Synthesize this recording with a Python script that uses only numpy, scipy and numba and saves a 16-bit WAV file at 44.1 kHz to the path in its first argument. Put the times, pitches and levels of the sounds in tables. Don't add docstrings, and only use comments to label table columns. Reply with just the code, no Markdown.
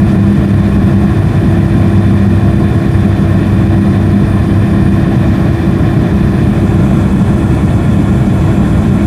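import sys
import numpy as np
from scipy import signal
from scipy.fft import rfft, irfft, next_fast_len
from scipy.io import wavfile
from scipy.ndimage import uniform_filter1d, minimum_filter1d
from numba import njit

SR = 44100
rng = np.random.default_rng(int(sys.argv[2]) if len(sys.argv) > 2 else 0)


def wav_out(sig):
    wavfile.write(sys.argv[1], SR, np.round(np.clip(np.atleast_2d(sig).T, -1, 1) * 32767).astype(np.int16))


N = 399546
TIME_S = np.arange(N) / SR

# [f/Hz, density/dB per Hz]
WALL_COLOUR = [(15, -71), (30, -50), (62, -37.5), (100, -33), (170, -34), (260, -41.5), (400, -50.5),
               (550, -59), (900, -61), (2100, -71.5), (2900, -76), (5000, -83.5), (9000, -89.5),
               (13300, -91), (15200, -96)]
# [from f/Hz, to f/Hz]
ROAR_REGIONS = [(0, 450), (450, 1500), (1500, 4500), (4500, 8000), (8000, 22050)]
# [f/Hz, width at half lift/Hz, lift/dB]
AFT_BUMPS = [(196.7, 21, 4.5), (298, 24, 3.5), (348, 22, 3), (675, 208, 8), (924, 58, -3.5), (1061, 140, 7),
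             (1384, 214, 3.5), (1790, 350, 10.5), (2427, 310, 9), (3060, 94, 6.5), (3240, 120, 3.5),
             (3530, 264, 10), (4060, 350, 4.5), (4740, 100, 6.5), (5300, 990, 2), (6900, 250, -2),
             (8600, 500, 2), (9500, 130, 3.5), (9540, 500, 5.5)]
# [f/Hz, width at half lift/Hz, lift/dB]
FORWARD_BUMPS = [(133, 31, 0), (199, 39, 5), (299, 40, 4.5), (330, 34, 3), (673, 270, 8), (1066, 150, 7.5),
                 (1382, 134, 8), (1747, 310, 7), (2230, 110, 8), (2515, 310, 8.5), (2780, 100, -6),
                 (3050, 140, 3.5), (3430, 340, 8.5), (4040, 500, 1.5), (5100, 300, 3), (5350, 250, -5),
                 (5940, 540, 4), (6600, 490, 4.5), (7330, 600, 6.5), (8440, 1200, 6), (9500, 130, 1),
                 (9540, 500, 7), (10400, 1800, 4.5)]
# [t/s, share facing forward/0-1]
PHONE_TURN = [(0, .1), (2.4, 0.07), (5.2, 0), (6.3, .08), (6.55, .3), (6.75, 0.8), (9.06, 0.82)]
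# [t/s, level/dB]
WHINE_LEVEL = [(0, -52), (.75, -58), (1.5, -54), (3.3, -56), (4.3, -52), (4.9, -53), (5.5, -68), (5.8, -62),
               (6.5, -54), (6.85, -61), (7.55, -52), (8.3, -63), (8.8, -55), (9.06, -61)]
# [shaft order, level before/dB, level after/dB]
BLADE_LINES = [(3, -15.5, -20), (12, -34.5, -32), (18, -42.5, -38.5)]
# [shaft order, level before/dB, level after/dB]
OTHER_SHAFT_LINES = [(2, -24, -22.5), (4, -24, -21), (5, -30, -30), (7, -29.5, -30.5), (9, -35.5, -30)]
# [t/s, level/dB]
SIXTH_ORDER_LEVEL = [(0, -13.5), (.8, -13.5), (1.4, -18.5), (2.6, -16), (3.05, -25), (3.8, -15.5),
                     (4.9, -18.5), (5.3, -32), (6.5, -16.5), (8.0, -25), (9.06, -16)]

UPPER_ROAR_DB, SWELL_S, SWELL_LENGTH_S, SWELL_DB = 0.47, 5.36, 0.29, 0.9
SING_DB, SING_FROM_S, SING_RISE_S, SING_WIDTH_HZ = -56.5, 6.6, .4, 350
SING_HIGH_HZ, SING_LOW_HZ, SING_SLIDE_S, SING_SLIDE_LENGTH_S = 8030, 7450, 7.6, .3
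WHINE_HZ, WHINE_WANDER_HZ = 9498.8, 1.7
HUM_HZ, HUM_WANDER_HZ = 332.2, 1.1
HUM_DB, HUM_FADE_FROM_S, HUM_FADE_DB_PER_S = -22, 5.7, 1.2
SHAFT_HZ, SHIFT_S, SHIFT_LENGTH_S = 33.236, 4.94, 1.2
DRIVE_DB, LOOK_S, CEILING, RELEASE_S, TOP_HZ = 1.5, 0.0033, .9985, .018, 15250


def undb(db):
    return 10 ** (np.asarray(db) / 20)


def over_time(table):
    s, value = np.transpose(table)
    return np.interp(TIME_S, s, value)


def ramp(start_s, length_s):
    return np.clip((TIME_S - start_s) / length_s, 0, 1)


def walk(rate):
    hold = int(SR / rate)
    steps = np.repeat(rng.standard_normal(N // hold + 1), hold)
    smooth = uniform_filter1d(uniform_filter1d(steps, hold), hold)[:N]
    return smooth / np.std(smooth)


def flutter(rate):
    w = walk(rate)
    return w - uniform_filter1d(w, int(5 * SR / rate))


def tone(hz, db):
    turns = np.cumsum(hz * np.ones(N)) / SR + rng.random()
    return np.sqrt(2) * undb(db) * np.sin(2 * np.pi * turns)


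def roar_colour(hz, bumps):
    f, density_db = np.transpose(WALL_COLOUR)
    colour_db = np.interp(np.log(hz + 1), np.log(f), density_db)
    for centre_hz, width_hz, lift_db in bumps:
        colour_db = colour_db + lift_db * np.exp(-np.log(16) * ((hz - centre_hz) / width_hz) ** 2)
    return undb(colour_db)


def slipstream():
    size = next_fast_len(N)
    hz = np.fft.rfftfreq(size, 1 / SR)
    white = rfft(rng.standard_normal(size)) * np.sqrt(SR / 2)
    aft_spectrum = white * roar_colour(hz, AFT_BUMPS)
    forward_spectrum = white * roar_colour(hz, FORWARD_BUMPS)
    facing_forward = np.clip(over_time(PHONE_TURN), 0, 1)
    swell = np.exp(-((TIME_S - SWELL_S) / SWELL_LENGTH_S) ** 2)
    upper_db = UPPER_ROAR_DB + SWELL_DB * swell
    roar = np.zeros(N)
    for lo_hz, hi_hz in ROAR_REGIONS:
        region = (hz >= lo_hz) * (hz < hi_hz)
        aft = irfft(aft_spectrum * region, size)[:N]
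        forward = irfft(forward_spectrum * region, size)[:N]
        if lo_hz:
            level_db = upper_db + 0.86 * flutter(30)
        else:
            level_db = 1.6 * flutter(24)
        roar += undb(level_db) * (aft + facing_forward * (forward - aft))
    return roar


def singing():
    hz = SING_HIGH_HZ + (SING_LOW_HZ - SING_HIGH_HZ) * ramp(SING_SLIDE_S, SING_SLIDE_LENGTH_S)
    lowpass = signal.butter(2, SING_WIDTH_HZ / 2, fs=SR, output="sos")
    noise = signal.sosfilt(lowpass, rng.standard_normal(N))
    return noise / np.std(noise) * tone(hz, SING_DB) * ramp(SING_FROM_S, SING_RISE_S)


def whine():
    hz = WHINE_HZ + WHINE_WANDER_HZ * walk(1.8) + 1.3 * walk(12)
    return tone(hz, over_time(WHINE_LEVEL) + 2.0 * flutter(25))


def hum():
    hz = HUM_HZ + HUM_WANDER_HZ * walk(2.5) + .59 * walk(9)
    fade_db = HUM_FADE_DB_PER_S * np.maximum(TIME_S - HUM_FADE_FROM_S, 0)
    return tone(hz, HUM_DB - fade_db + 1.25 * walk(6))


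def shaft_line(shaft_hz, order, level_db, flicker_rate):
    return tone(round(order) * shaft_hz, level_db + 1.9 * flutter(flicker_rate))


def propeller():
    shaft_hz = SHAFT_HZ * (1 + .0004 * walk(.5))
    shifted = ramp(SHIFT_S - SHIFT_LENGTH_S / 2, SHIFT_LENGTH_S)
    drone = shaft_line(shaft_hz, 6, over_time(SIXTH_ORDER_LEVEL), 14)
    for table, flicker_rate in ((BLADE_LINES, 14), (OTHER_SHAFT_LINES, 9)):
        for order, before_db, after_db in table:
            level_db = before_db + (after_db - before_db) * shifted
            drone += shaft_line(shaft_hz, order, level_db, flicker_rate)
    return drone


def scene():
    return (slipstream() + singing() + whine() + hum() + propeller())[None]


@njit
def recover(need, release):
    gain, g = np.empty(len(need)), 1.
    for i in range(len(need)):
        g = min(need[i], g + (1 - g) * release)
        gain[i] = g
    return gain


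def record(dry):
    driven = dry[0] * undb(DRIVE_DB)
    look = int(LOOK_S * SR)
    peak_gain = np.minimum(1, CEILING / (np.abs(driven) + 1e-9))
    need = minimum_filter1d(peak_gain, 2 * look + 1)
    gain = uniform_filter1d(recover(need, 1 / (RELEASE_S * SR)), look)
    held = driven * gain
    top_cut = signal.ellip(16, .02, 70, TOP_HZ, fs=SR, output="sos")
    settled = signal.sosfilt_zi(top_cut) * held[0]
    return signal.sosfilt(top_cut, held, zi=settled)[0][None]


dry = scene()
out = record(dry)
wav_out(out)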